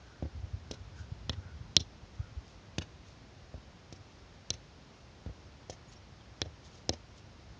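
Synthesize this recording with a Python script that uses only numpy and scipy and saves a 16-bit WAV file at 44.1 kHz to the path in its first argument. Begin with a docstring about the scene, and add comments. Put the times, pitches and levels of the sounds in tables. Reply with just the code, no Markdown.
"""A football juggled barefoot on a lawn, some metres from a phone and in front of a house.
Each touch squashes the ball (thump), shakes its skin (pok), rings the air inside and slaps the cover.
Now and then it drops and bounces softly on the grass; the house front throws every hit back.
Feet brush dry blades, a light wind bumps the microphone, and far birds call over a quiet hush."""
import sys
import numpy as np
from scipy import signal
from scipy.fft import rfft, irfft
from scipy.io import wavfile

SR = 44100
rng = np.random.default_rng(int(sys.argv[2]) if len(sys.argv) > 2 else 0)


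def generate_wav(signal):
    """Clip the signal to [-1, 1] and save it as 16-bit WAV at the path in sys.argv[1]."""
    frames = np.transpose(np.atleast_2d(signal))
    scaled = np.clip(frames, -1, 1) * 32767
    pcm = np.round(scaled).astype(np.int16)
    wavfile.write(sys.argv[1], SR, pcm)


N = 334719
TIME = np.arange(N) / SR  # scene clock, s
AGE = np.arange(8192) / SR  # one-shot clock, s


def undb(db):
    """Decibels to gain."""
    return 10 ** (np.asarray(db) / 20)


def level(x, db):
    """Set the rms level."""
    return x * undb(db) / np.sqrt(np.mean(x ** 2))


def hit_level(x, db):
    """Set a one-shot's level as if all its energy fell within 20 ms."""
    return x * undb(db) * np.sqrt(.02 * SR / np.sum(x ** 2))


def add(track, s, x):
    """Mix x into the track at time s."""
    i = max(int(s * SR), 0)
    track[i:i + len(x)] += x[:N - i]


def eq(x, curve, size=4096):
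    """Minimum-phase EQ through (f/Hz, gain/dB) points, built from the cepstrum."""
    hz, db = np.transpose(curve)
    bins_hz = np.maximum(np.fft.rfftfreq(size, 1 / SR), 1)
    gain = undb(np.interp(np.log(bins_hz), np.log(hz), db))
    cepstrum = irfft(np.log(gain))
    cepstrum[1:size // 2] *= 2
    cepstrum[size // 2 + 1:] = 0
    impulse = irfft(np.exp(rfft(cepstrum)))
    return signal.fftconvolve(x, impulse)[:len(x)]


def band(x, low_hz, high_hz, order=2):
    """Band-pass."""
    return signal.sosfilt(signal.butter(order, [low_hz, high_hz], "band", fs=SR, output="sos"), x)


def swell(s, width_s):
    """A bell envelope centred on s, down to 1/e at width_s either side."""
    return np.exp(-np.minimum(((TIME - s) / width_s) ** 2, 50))


def burst(decay_s):
    """Noise with an instant attack and an exponential tail."""
    return rng.standard_normal(len(AGE)) * np.exp(-AGE / max(decay_s, .0001))


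def decay(t60):
    """An envelope that falls 60 dB in t60 seconds."""
    return np.exp(-np.log(1000) * AGE / t60)


def scattered(count):
    """Random moments spread over the whole scene."""
    return (np.arange(count) + rng.random(count)) / count * N / SR


# tone of the outdoor bed: f/Hz, gain/dB
HUSH_EQ = [(25, -7.5), (43, -5), (60, -6.5), (105, -4.5), (150, -7.5), (250, -12.5), (450, -16),
           (700, -17.5), (1500, -23), (3000, -26.5), (5500, -28), (7000, -39), (9000, -60.5)]

def hush(rumble_db=-56.5, hiss_db=-74):
    """The bed: distant rumble under an even hiss."""
    rumble = level(eq(rng.standard_normal(N), HUSH_EQ), rumble_db)
    hiss = level(band(rng.standard_normal(N), 6200, 10000, order=3), hiss_db)
    return rumble + hiss


# a distant hoarse bird: t/s, half-width/s, f/Hz, level/dB
CAW_CUES = [(0.1, 0.26, 1480, -68), (0.728, 0.07, 1470, -66.5), (0.998, 0.042, 1480, -61),
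            (1.458, 0.12, 1460, -65.5), (2.23, 0.069, 1360, -64)]
# a small bird's whistles: t/s, length/s, start f/Hz, middle f/Hz, end f/Hz, level/dB
WHISTLE_CUES = [(5.873, 0.042, 7700, 6600, 7600, -68.5), (5.874, 0.046, 8400, 9400, 8000, -70),
                (5.954, 0.029, 5530, 5500, 5770, -65.5), (6.193, .035, 3470, 3240, 3030, -72)]

def birds(hoarse_hz=100, waver_hz=90):
    """Far caws, smeared to one throat resonance, and a few thin, wavering whistles."""
    out = np.zeros(N)
    for s, width_s, hz, db in CAW_CUES:
        throat = band(rng.standard_normal(N), hz - hoarse_hz, hz + hoarse_hz)
        out += level(throat, db) * swell(s, width_s)
    for s, length_s, start_hz, middle_hz, end_hz, db in WHISTLE_CUES:
        progress = np.linspace(0, 1, int(length_s * SR))
        glide = np.polyval(np.polyfit([0, .5, 1], [start_hz, middle_hz, end_hz], 2), progress)
        waver = level(band(rng.standard_normal(len(AGE)), 60, 400), 0)[-len(progress):]
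        tone = np.sin(2 * np.pi * np.cumsum(glide + waver_hz * waver) / SR)
        add(out, s, level(tone * np.sin(np.pi * progress), db))
    return out


def eddy(s, typical_hz=75, typical_width_s=0.009, scatter=0.21):
    """An eddy rocks the diaphragm for a cycle or two; a smaller one is higher and shorter."""
    size = np.exp(scatter * rng.standard_normal())
    cycles = typical_hz / size * (TIME - s) + rng.random()
    return swell(s, typical_width_s * size) * np.cos(2 * np.pi * cycles)


# fader ride of the breeze on the microphone: t/s, level/dB
BREEZE_RIDE = [(0, -63), (0.45, -48.5), (0.75, -53.5), (1.55, -48), (1.95, -57), (2.55, -57), (3.3, -61.5),
               (5.0, -63), (6.3, -60), (7.59, -59)]
# the strongest buffets: t/s, peak level/dB
BUFFET_CUES = [(0.377, -35.5), (0.443, -33), (0.543, -28.5), (1.01, -35.5), (1.122, -31.5), (1.385, -31.5),
               (2.202, -27.5), (2.376, -31.5)]

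def wind(eddy_over_rumble_db=11.5, eddy_count=40):
    """Wind on the microphone: rumble and small eddies ride the breeze; a few buffets stand out."""
    rumble = level(band(rng.standard_normal(N), 37, 106), 0)
    eddies = undb(eddy_over_rumble_db) * sum(eddy(s) for s in scattered(eddy_count))
    breeze = undb(np.interp(TIME, *np.transpose(BREEZE_RIDE)))
    buffets = sum(undb(db) * eddy(s) for s, db in BUFFET_CUES)
    return breeze * (rumble + eddies) + buffets


# the firmer steps in dry grass: t/s, level/dB, half-width/s
STEP_CUES = [(0.99, -65, 0.033), (2.48, -71, 0.05), (3.084, -70, 0.04), (5.928, -57, 0.013),
             (6.661, -58.5, 0.022), (6.756, -62.5, 0.054), (7.182, -62, 0.015)]

def footsteps(grain_db=5, shuffle_db=-74, shuffle_s=0.044, shuffle_count=10):
    """Dry blades crackle densely under each step; light shuffles fall in between."""
    noise = rng.standard_normal(N)
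    grains = np.repeat(rng.standard_normal(N // 32 + 1), 32)[:N]
    crackle = level(band(noise * undb(grain_db * grains), 2900, 7700), 0)
    steps = sum(undb(db) * swell(s, width_s) for s, db, width_s in STEP_CUES)
    shuffles = undb(shuffle_db) * sum(swell(s, shuffle_s) for s in scattered(shuffle_count))
    return crackle * (steps + shuffles)


# the ball's path in front of the house: t/s, distance to the wall/m
WALL_DISTANCE = [(0.22, 4.75), (0.71, 4.45), (1.3, 6.2), (1.77, 6.6), (4.5, 5.94), (5.7, 5.2), (6.42, 7.1)]

def house_echo(x, s, mirror=0.57, lawn=0.046, early=0.49, lead_s=0.01,
               siding_s=0.0052, trail=0.19, fade_s=0.025):
    """Slapback of a hit at time s: lawn, steps and shrubs scatter, the wall answers, its siding trails."""
    round_trip_s = 2 * np.interp(s, *np.transpose(WALL_DISTANCE)) / 343  # sound travels 343 m/s
    lag = AGE - round_trip_s
    foreground = np.where(lag > -lead_s, early, lawn)
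    wall = np.exp(-np.abs(lag) / siding_s) + trail * np.exp(-np.abs(lag) / fade_s)
    impulse = rng.standard_normal(len(AGE)) * np.where(lag < 0, foreground, wall)
    impulse /= np.linalg.norm(impulse)
    impulse[np.argmin(np.abs(lag))] += mirror  # the one crisp reflection
    return signal.fftconvolve(x, impulse)[:len(x)]


def thump(hz, db, squash=0.7, sag_s=0.0066, t60=0.067, rise_s=0.0045):
    """The low end: the squashed ball pushes air, and the pitch sags to hz as it relaxes."""
    pitch = hz * (1 + squash * np.exp(-AGE / sag_s))
    tone = -np.sin(2 * np.pi * np.cumsum(pitch) / SR)
    attack = 1 - np.exp(-AGE / rise_s)
    return hit_level(tone * attack * decay(t60), db)


def modes(table, scatter_db=3.5, detune=.02):
    """Damped modes; strength and tuning vary at random, as the ball is never met in the same spot."""
    out = np.zeros(len(AGE))
    for hz, db, t60 in table:
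        louder, sharper = rng.standard_normal(2)
        tone = np.sin(2 * np.pi * hz * (1 + detune * sharper) * AGE)
        out += undb(db + scatter_db * louder) * tone * decay(t60)
    return out


# modes of the ball's skin: f/Hz, relative level/dB, t60/s
SKIN_MODES = [(167.7, 6.5, 0.054), (250, -3, 0.065), (326.6, -2.5, 0.056), (420, -3, 0.054),
              (516, 5, 0.041), (614, 3, 0.034), (732, 3.5, 0.029), (854, -12.5, 0.014)]

def skin(centre_hz, db, focus_db_per_oct=8):
    """The pok: the skin rings most near centre_hz, which is higher for a bonier contact."""
    weighted = [(hz, mode_db - focus_db_per_oct * abs(np.log2(hz / centre_hz)), t60)
                for hz, mode_db, t60 in SKIN_MODES]
    return hit_level(band(modes(weighted), min(0.75 * centre_hz, 240), 870), db)


# modes of the air inside the ball: f/Hz, relative level/dB, t60/s
AIR_MODES = [(1070, -11.5, 0.015), (1440, -8.5, 0.012), (1850, 4, 0.011), (2260, 1, 0.0068),
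             (2740, -1, 0.0073)]

def inner_air(db, ring_db=-3, smack_db=-7, smack_s=0.0033):
    """The ping: air squeezed from the contact smacks as the air inside starts to ring."""
    ring = hit_level(modes(AIR_MODES), db + ring_db)
    smack = hit_level(band(burst(smack_s), 1650, 2900), db + smack_db)
    return ring + smack


# bright tone of the slap, including the phone's brief ring near 4 kHz: f/Hz, gain/dB
BRIGHT_CLICK_EQ = [(800, -37), (2000, -21.5), (2750, -14.5), (3300, -2), (3750, -3.5), (4030, 2.5),
                   (4300, -11), (4700, -10.5), (5400, 0.5), (6400, -12.5), (7200, -26), (10000, -19)]
# bare skin sliding over the cover: f/Hz, gain/dB
SCUFF_EQ = [(800, -9.5), (2600, -4.5), (3200, 5.5), (4000, 2.5), (4700, -0.5), (5600, 7), (6600, 0),
            (10000, -5.5)]

def slap(contact_ms, shelf_db, db, grit=0.045, grip=0.3, flatten_db=-12, flatten_s=0.0038):
    """The top end: a square hit clicks, a glancing one scuffs; the cover flattens roughly on bare skin."""
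    contact_s = contact_ms / 1000
    click = (AGE == 0) * np.exp(-contact_ms / 2)
    scuff = grit * burst(contact_s) * (1 - np.exp(-AGE / (grip * contact_s)))
    contact = hit_level(eq(click, BRIGHT_CLICK_EQ) + eq(scuff, SCUFF_EQ), 0)
    flatten = hit_level(band(burst(flatten_s), 3220, 4400, order=3), flatten_db)
    treble_shelf = [(3000, 0.02), (6000, shelf_db)]
    return hit_level(eq(contact + flatten, treble_shelf), db)


# soft bounces on the lawn: t/s, thump level/dB, skin level/dB
BOUNCE_CUES = [(0.2248, -36, -39), (3.5413, -42.5, -50.5), (5.2618, -38.5, -48)]

def bounces(thump_hz=66.4, skin_hz=242, blades_db=-25.5, crush_s=0.0069, send_db=-9):
    """The lawn gives more than a foot: a deeper thump, no slap, and a few crushed blades."""
    out = np.zeros(N)
    for s, thump_db, skin_db in BOUNCE_CUES:
        blades = hit_level(band(burst(crush_s), 500, 2100, order=1), thump_db + blades_db)
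        direct = thump(thump_hz, thump_db) + skin(skin_hz, skin_db) + blades
        add(out, s, direct + house_echo(undb(send_db) * direct, s))
    return out


# touches of foot or knee: t/s, thump level/dB, skin level/dB, skin centre f/Hz,
# inner air level/dB, slap level/dB, slap treble shelf/dB, contact length/ms
KICK_CUES = [ (0.7110, -71, -42.5, 270, -64, -44, 2, 4), (1.295, -37, -42, 240, -42.5, -36.5, -11.5, 0.84),
             (1.7662, -35.5, -35.5, 250, -47, -20, -1.5, 0.22),
             (2.7822, -36.5, -38, 218, -44, -39, -6, 3.2), (3.925, -53, -50.5, 238, -64.5, -53.5, 7, 3.7),
             (4.504, -42, -48, 448, -44.5, -31.5, 9, 0.58), (5.6970, -47, -44, 660, -63.5, -46.5, 4.5, 6.3),
             (6.4169, -40, -41, 420, -42, -34.5, -1.5, 0.055),
             (6.893, -36, -33.5, 340, -43.5, -31.5, 13, 0.67), ]

def kicks(thump_hz=78, thump_send_db=-8, skin_send_db=-14, slap_send_db=-17.5,
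          spread_db_per_decade=10, air_extra_send_db=7):
    """Every touch stacks thump, skin, inner air and slap, each with its own send to the house echo."""
    out = np.zeros(N)
    for s, thump_db, skin_db, skin_hz, air_db, slap_db, shelf_db, contact_ms in KICK_CUES:
        low = thump(thump_hz, thump_db)
        pok = skin(skin_hz, skin_db)
        ping = inner_air(air_db)
        crack = slap(contact_ms, shelf_db, slap_db)
        # longer, glancing contacts spread more of their top end to the wall
        top_send_db = slap_send_db + spread_db_per_decade * np.log10(contact_ms)
        send = undb(thump_send_db) * low + undb(skin_send_db) * pok
        send += undb(top_send_db) * (crack + undb(air_extra_send_db) * ping)
        add(out, s, low + pok + ping + crack + house_echo(send, s))
    return out


def scene():
    """The mono mix of the yard as it reaches the phone."""
    return (kicks() + bounces() + footsteps() + wind() + birds() + hush())[None]


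# slits and cavities in front of the microphone: f/Hz, bandwidth/Hz
PORT_RESONANCES = [(4080, 250), (3700, 450), (4450, 1270)]
# the microphone's colour: f/Hz, gain/dB
MIC_EQ = [(20, -27.5), (33, -14.5), (50, 1), (6600, 1), (7300, -6), (7950, -17), (8800, -13.5), (9700, -21),
          (10400, -38), (13500, -44.5)]

def record(dry, top_hz=14000):
    """The phone rings briefly near 4 kHz after sharp sounds, thins the bass and cuts the top."""
    x = dry[0]
    for hz, width_hz in PORT_RESONANCES:
        radius = np.exp(-np.pi * width_hz / SR)
        poles = np.array([1, -2 * radius * np.cos(2 * np.pi * hz / SR), radius ** 2])
        x = signal.lfilter(poles[::-1], poles, x)  # all-pass: sound near hz is held back and rings on
    high_cut = signal.ellip(8, .2, 70, top_hz, fs=SR, output="sos")
    return signal.sosfilt(high_cut, eq(x, MIC_EQ))[None]


dry = scene()
out = record(dry)
generate_wav(out)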